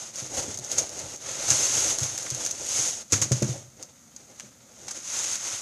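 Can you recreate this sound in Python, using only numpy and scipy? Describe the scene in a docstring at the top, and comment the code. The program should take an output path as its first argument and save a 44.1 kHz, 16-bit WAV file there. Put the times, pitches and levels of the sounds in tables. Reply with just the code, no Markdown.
"""Unpacking a laptop

A laptop in a plastic bag and foam end caps is pulled from a cardboard box in a small room and laid on
the table. Stick-slip friction makes the foam hiss on the cardboard and scuff at the rim, the bag snaps
as its creases buckle, and the box thumps in the modes of its walls and air. The Helmholtz resonance of
a small microphone's port gives everything a sharp, hissy edge."""
import sys
import numpy as np
from scipy import signal
from scipy.fft import rfft, irfft
from scipy.io import wavfile

SR = 44100
rng = np.random.default_rng(int(sys.argv[2]) if len(sys.argv) > 2 else 0)


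def log_audio(samples):
    """Write samples as a 16-bit WAV file to the path given in sys.argv[1]."""
    # one column per channel
    frames = np.atleast_2d(samples).T
    # limit to full scale, then quantise
    limited = np.clip(frames, -1, 1)
    pcm = np.round(limited * 32767).astype(np.int16)
    wavfile.write(sys.argv[1], SR, pcm)


N = 247709
TIME = np.arange(N) / SR
BIN_HZ = np.fft.rfftfreq(2 * N, 1 / SR)
PORT_HZ, PORT_Q = 6464, 9.35


def from_db(db):
    """Amplitude ratio for a level in decibels."""
    return 10 ** (np.asarray(db) / 20)


def unit_rms(x):
    """Normalisation to an rms of 1."""
    return x / np.sqrt(np.mean(x ** 2) + 1e-20)


def unit_energy(x):
    """Normalisation to a total energy of 1."""
    return x / np.sqrt(np.sum(x ** 2) + 1e-20)


def add(out, onset_s, sound):
    """Superposition: a sound joins the mix at its onset."""
    start = max(round(onset_s * SR), 0)
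    out[start:start + len(sound)] += sound[:N - start]


def butterworth(x, hz, kind, order=2):
    """Maximally flat low-pass or high-pass filtering."""
    return signal.sosfilt(signal.butter(order, hz, kind, fs=SR, output="sos"), x)


def coloured(x, spectrum):
    """Spectral shaping by a curve of (f/Hz, level/dB) points; rms 1."""
    hz, db = np.transpose(spectrum)
    gain = from_db(np.interp(np.log(BIN_HZ + 1), np.log(hz), db))
    return unit_rms(irfft(rfft(x, 2 * N) * gain)[:N])


def drift(per_s, size=N):
    """Random modulation: linear interpolation between Gaussian values; rms 1."""
    values = rng.standard_normal(4096)
    return unit_rms(np.interp(TIME[:size] * per_s, np.arange(len(values)), values))


def radiate(x, crisp_db, dull_db, lowest_hz):
    """Light foam and film are poor bass radiators: a contact has just a crisp top and a dull body."""
    body = butterworth(butterworth(x, 2400, "low", order=3), lowest_hz, "high")
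    return from_db(crisp_db) * butterworth(x, 4000, "high") + from_db(dull_db) * body


def slips(per_s, spread_db):
    """Stick-slip friction as a Poisson train of impulses of uneven size; rms 1."""
    sizes = from_db(spread_db * np.minimum(rng.exponential(1, N), 4)) * rng.choice([-1, 1], N)
    chance = np.clip(per_s / SR, 0, 1)
    return unit_rms(sizes * (rng.random(N) < chance) / np.sqrt(chance))


def ambient_noise(level_db=-55):
    """The noise floor is stationary Gaussian noise."""
    # background spectrum: (f/Hz, relative level/dB)
    spectrum = [(25, -14), (60, 12), (120, 12.5), (250, 15.5), (400, -12), (600, -49), (1200, -1),
                (3000, -30), (7000, -9), (14000, 1)]
    return from_db(level_db) * coloured(rng.standard_normal(N), spectrum)


def room(x, t60_s=0.48, treble_t60_s=0.24, tail_db=-13):
    """Reverberation: the direct sound plus a diffuse field that decays exponentially, treble first."""
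    t = TIME[:SR]
    noise = rng.standard_normal(SR) * (1 - np.exp(-(t / 0.0051) ** 2))
    low = butterworth(noise, 2200, "low", order=1)
    tail = unit_energy(low * from_db(-60 * t / t60_s) + (noise - low) * from_db(-60 * t / treble_t60_s))
    return x + from_db(tail_db) * butterworth(signal.fftconvolve(x, tail)[:N], 64, "high")


def crinkles(hiss_db, per_s=8.7, spread_db=10.5):
    """Small snaps of the bag as a Poisson process, their level following the rubbing hiss."""
    draws = rng.random((200, 2))
    times = np.cumsum(-np.log(draws[:, 0])) / per_s
    crisp_db = np.interp(times, TIME, hiss_db) + 1.0 + spread_db * (2 * draws[:, 1] - 1)
    return [(onset, db, db - 17.5) for onset, db in zip(times, crisp_db) if onset < TIME[-SR // 20]]


def crumple(click=0, rise_s=0.0003, decay_s=0.0023):
    """A buckling transient: a click and a noise burst, as strong near PORT_HZ as a unit impulse."""
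    t = TIME[:SR // 40]
    burst = unit_energy(rng.standard_normal(len(t)) * (1 - np.exp(-t / rise_s)) * np.exp(-t / decay_s))
    burst[0] += click
    treble = abs(np.fft.rfftfreq(len(t), 1 / SR) - PORT_HZ) < PORT_HZ / 5
    return burst / np.sqrt(np.mean(abs(rfft(burst)[treble]) ** 2))


def snaps(hiss_db, echo_db=-4.5):
    """Snap-through buckling: a crease flips, and a near surface scatters the sound back."""
    # loud snaps of bag and foam: (t/s, relative crisp level/dB, relative dull level/dB)
    loud_snaps = [(0.5437, -30, -58), (0.5742, -27.5, -47), (0.588, -27.5, -60), (0.6465, -28.5, -55),
                  (0.7163, -20, -45), (0.7883, -21.5, -36), (0.8933, -30, -60), (0.9913, -26, -40),
                  (1.16, -32, -57), (1.5033, -10.5, -27.5), (1.5119, -23, -28), (1.986, -20.5, -30.5),
                  (2.0046, -22.5, -45), (2.0327, -18, -32), (2.1785, -20.5, -32.5), (2.265, -31, -30.5),
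                  (2.3032, -20.5, -55), (2.3483, -27, -48), (2.4508, -21.5, -53), (2.4625, -18.5, -32),
                  (2.5109, -20.5, -49), (3.1223, -12.5, -51), (3.132, -25, -20), (3.2162, -18.5, -40),
                  (3.3185, -17, -26), (3.424, -21.5, -33), (3.827, -28.5, -48.5), (4.1634, -33, -54),
                  (4.3982, -30.5, -32), (5.356, -23, -30)]
    out = np.zeros(N)
    for onset, crisp, dull in loud_snaps + crinkles(hiss_db):
        tone = dict(crisp_db=crisp + 13, dull_db=dull + 27.5, lowest_hz=1400)
        add(out, onset, radiate(crumple(click=0.82), **tone))
        delay_s = 0.0062 * rng.uniform(0.46, 1.3)
        add(out, onset + delay_s, from_db(echo_db) * radiate(crumple(), **tone))
    return butterworth(out, 13500, "low")


def scuffs():
    """Transient stick-slip: a cap catches on an edge and tears free in a dense run of slips."""
    # foam catching on cardboard: (t/s, relative crisp level/dB, relative dull level/dB, rise/s, decay/s)
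    catches = [(0.775, -9, -28.5, 0.0098, 0.01), (1.504, -19.5, -34, 0.0016, 0.027),
               (3.122, -15.5, -32, 0.0036, 0.026), (3.214, -14.5, -30.5, 0.0045, 0.017),
               (3.319, -23, -39.5, 0.0044, 0.017), (3.4237, -29.5, -40.5, 0.0027, 0.022),
               (4.879, -29, -40, 0.0028, 0.013), (4.907, -20, -38, 0.0043, 0.0069)]
    out, t = np.zeros(N), TIME[:SR // 5]
    grains = butterworth(slips(per_s=6000, spread_db=2.5), 11500, "low", order=4)
    for onset, crisp, dull, rise_s, decay_s in catches:
        force = (1 - np.exp(-(t / rise_s) ** 2)) * np.exp(-t / decay_s)
        burst = grains[round(onset * SR):][:len(t)] * force
        add(out, onset, radiate(burst, crisp - 4.5, dull + 14.5, lowest_hz=840))
    return out


def mode(hz, t60_s, rise_s):
    """A damped oscillator swells while the contact lasts, then decays freely."""
    t = TIME[:SR]
    return np.sin(2 * np.pi * hz * t) * from_db(-60 * t / t60_s) * (1 - np.exp(-(t / rise_s) ** 2))


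def air_coupling(wall_hz, air_hz, half_width_hz=15):
    """Resonance: an air mode responds most to a wall vibrating near its own frequency."""
    return 1 / np.hypot(1, (wall_hz - air_hz) / half_width_hz)


def box_bumps(wall_t60_s=0.082, push_s=0.0092, contact_s=0.0021):
    """Modal vibration: a struck wall booms, its upper modes knock and the coupled air hums on."""
    # impacts on the box: (t/s, relative boom level/dB, wall fundamental f/Hz, relative knock level/dB)
    impacts = [(0.219, -34, 115.6, -50.5), (0.478, -32, 95.4, -42), (0.586, -36, 134, -49),
               (1.031, -35.5, 109.6, -65), (1.506, -24, 116.6, -46), (2.012, -21, 114, -56),
               (2.313, -28.5, 121.6, -48.5), (2.785, -35.5, 120.7, -52), (3.124, -17.5, 103, -30),
               (3.212, -23.5, 115, -41), (3.254, -33, 134.6, -45), (3.311, -11.5, 122.4, -28.5),
               (3.419, -15.5, 130.5, -28.5), (3.486, -19.5, 129, -39.5), (4.433, -48, 131.5, -52.5)]
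    # upper modes of a wall: (ratio to the fundamental, relative level/dB, T60/s)
    wall_modes = [(1.6, 6, 0.11), (2.1, -5.5, 0.27), (2.7, 5.5, 0.11), (3.5, 2.5, 0.064), (4.45, 1.5, 0.1),
                  (5.1, 2.5, 0.049), (6.8, -14.5, 0.12)]
    # bass modes of the air in box and room: (f/Hz, relative level/dB, T60/s)
    air_modes = [(100.6, -14, 0.33), (127.6, -9, 0.28)]
    out = np.zeros(N)
    for onset, boom_db, wall_hz, knock_db in impacts:
        air = sum(from_db(db) * air_coupling(wall_hz, hz) * mode(hz, t60, push_s)
                  for hz, db, t60 in air_modes)
        add(out, onset, from_db(boom_db + 3.5) * (mode(wall_hz, wall_t60_s, push_s) + air))
        for ratio, db, t60 in wall_modes:
            strength = from_db(knock_db + db + rng.normal(0, 3)) * rng.choice([-1, 1])
            add(out, onset, strength * mode(ratio * wall_hz, t60, contact_s))
    return out


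def stroke_power(away, roundness):
    """Power envelope of a stroke: 10 dB down at one rise or fall time away from full force."""
    power, near = np.zeros(N), away < 6
    power[near] = from_db(-10 * away[near] ** roundness) ** 2
    return power


def friction_levels(break_edge_s=0.02):
    """Incoherent strokes add in power; gives the relative hiss, scrape and panel levels/dB over time."""
    # the load shifting in the hand throughout: (hiss, scrape, panel level/dB)
    held_db = (-62.5, -64, -65.5)
    # slides out of the box, then over the table:
    # (full force t/s, rise/s, hold/s, fall/s, hiss level/dB, scrape level/dB, panel level/dB)
    slides = [(1.317, 0.092, 0.15, 0.063, -35, -42, -44.5), (1.512, 0.084, .39, 0.059, -25, -38, -41),
              (2.778, 0.14, 0.06, .11, -25.5, -40.5, -45.5), (5.157, 0.11, .17, 0.067, -30, -41, -52.5),
              (5.47, 0.093, 0.052, 0.15, -32.5, -42, -51)]
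    # the grip shifts or a cap brushes a wall: (peak t/s, duration/s, hiss level/dB, panel level/dB)
    rubs = [(0.01, 0.21, -37.5, -49.5), (0.189, 0.1, -33, -46), (0.261, 0.084, -39, -51.5),
            (0.386, .14, -30, -34), (0.513, 0.12, -36.5, -46.5), (0.651, 0.15, -41.5, -47),
            (0.727, .07, -33, -43.5), (0.799, 0.15, -33, -40), (0.991, 0.21, -38, -42.5),
            (1.137, 0.34, -39.5, -47), (2.039, 0.19, -31, -41.5), (2.188, 0.44, -36, -49),
            (2.419, 0.29, -33.5, -44.5), (2.616, 0.23, -41.5, -46.5), (3.008, 0.1, -39.5, -50.5),
            (3.177, 0.21, -35.5, -47.5), (3.369, 0.14, -36, -48), (3.507, 0.18, -37.5, -46.5),
            (3.818, .08, -50.5, -52.5), (3.898, 0.035, -56, -54), (4.207, 0.18, -56.5, -62.5),
            (4.312, 0.063, -57, -56), (4.412, 0.15, -50, -63), (4.869, 0.3, -48.5, -53),
            (4.969, 0.082, -39, -55)]
    # the foam loses touch with the cardboard: (centre t/s, duration/s, attenuation/dB)
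    breaks = [(0.125, 0.029, 4), (1.182, 0.048, 9.5), (3.066, 0.073, 13)]
    power = np.outer(from_db(held_db) ** 2, np.ones(N))
    for start, rise_s, hold_s, fall_s, *levels in slides:
        away = np.maximum((start - TIME) / rise_s, 0) + np.maximum((TIME - start - hold_s) / fall_s, 0)
        power += np.outer(from_db(levels) ** 2, stroke_power(away, roundness=1.44))
    for peak, length_s, hiss, panel in rubs:
        scrape = 0.82 * hiss - 17
        away = 2 * abs(TIME - peak) / length_s
        power += np.outer(from_db([hiss, scrape, panel]) ** 2, stroke_power(away, roundness=1.41))
    hush_db = sum(db * np.clip(0.5 + (length_s / 2 - abs(TIME - centre)) / break_edge_s, 0, 1)
                  for centre, length_s, db in breaks)
    return 10 * np.log10(power) - hush_db


def rubbing(hiss_db, scrape_db, panel_db, peak_slips_per_s=16000):
    """Sliding friction: harder rubbing slips more often, the grip judders, the walls answer unevenly."""
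    # bright rubbing hiss, with its top cut off above 11.5 kHz: (f/Hz, relative level/dB)
    hiss_spectrum = [(1200, -14), (2800, 0.5), (4200, -1), (6500, 1), (9000, 2.5), (11500, 4), (14000, -20)]
    # coarse scrape and cardboard panel: (f/Hz, relative level/dB)
    scrape_spectrum = [(400, -14.5), (900, 1), (1120, 0.5), (1390, 3.5), (1680, -1), (2100, 1.5),
                       (2600, -3), (3000, -4), (3500, -2.5), (4800, -6), (10000, -42)]
    panel_spectrum = [(30, -1), (65, -4.5), (100, 2), (130, 0), (185, -10), (340, 1.5), (440, -3),
                      (540, 4.5), (640, 0.5), (730, -3), (860, -4), (1050, -18.5), (2000, -19), (8000, -45)]
    slip_rate = peak_slips_per_s * from_db(0.45 * (hiss_db - hiss_db.max()))
    judder = unit_rms(from_db(0.96 * drift(per_s=110)))
    flutter = unit_rms(from_db(2.0 * drift(per_s=45)))
    hiss = from_db(hiss_db - 8.5) * coloured(slips(slip_rate, spread_db=1.8), hiss_spectrum)
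    scrape = from_db(scrape_db - 2.0) * coloured(slips(slip_rate, spread_db=0.5), scrape_spectrum)
    walls = from_db(panel_db + 0.9) * coloured(slips(slip_rate, spread_db=3.5), panel_spectrum)
    return judder * (hiss + scrape + flutter * walls)


def scene():
    """Superposition of the handling sounds in the room and its noise floor, alike in both channels."""
    floor = ambient_noise()
    hiss_db, scrape_db, panel_db = friction_levels()
    handling = rubbing(hiss_db, scrape_db, panel_db) + scuffs() + box_bumps() + snaps(hiss_db)
    mono = room(handling) + floor
    return np.array([mono, mono])


def record(dry, bass_cut_hz=62, stopband_hz=15600):
    """The microphone port is a Helmholtz resonator; deep bass is weak and the top is cut steeply."""
    port = 1 / (1 - (BIN_HZ / PORT_HZ) ** 2 + 1j * BIN_HZ / (PORT_HZ * PORT_Q))
    resonant = irfft(rfft(dry, 2 * N) * port)[:, :N]
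    heard = butterworth(resonant, bass_cut_hz, "high")
    return signal.sosfilt(signal.cheby2(14, 70, stopband_hz, fs=SR, output="sos"), heard)


dry = scene()
out = record(dry)
log_audio(out)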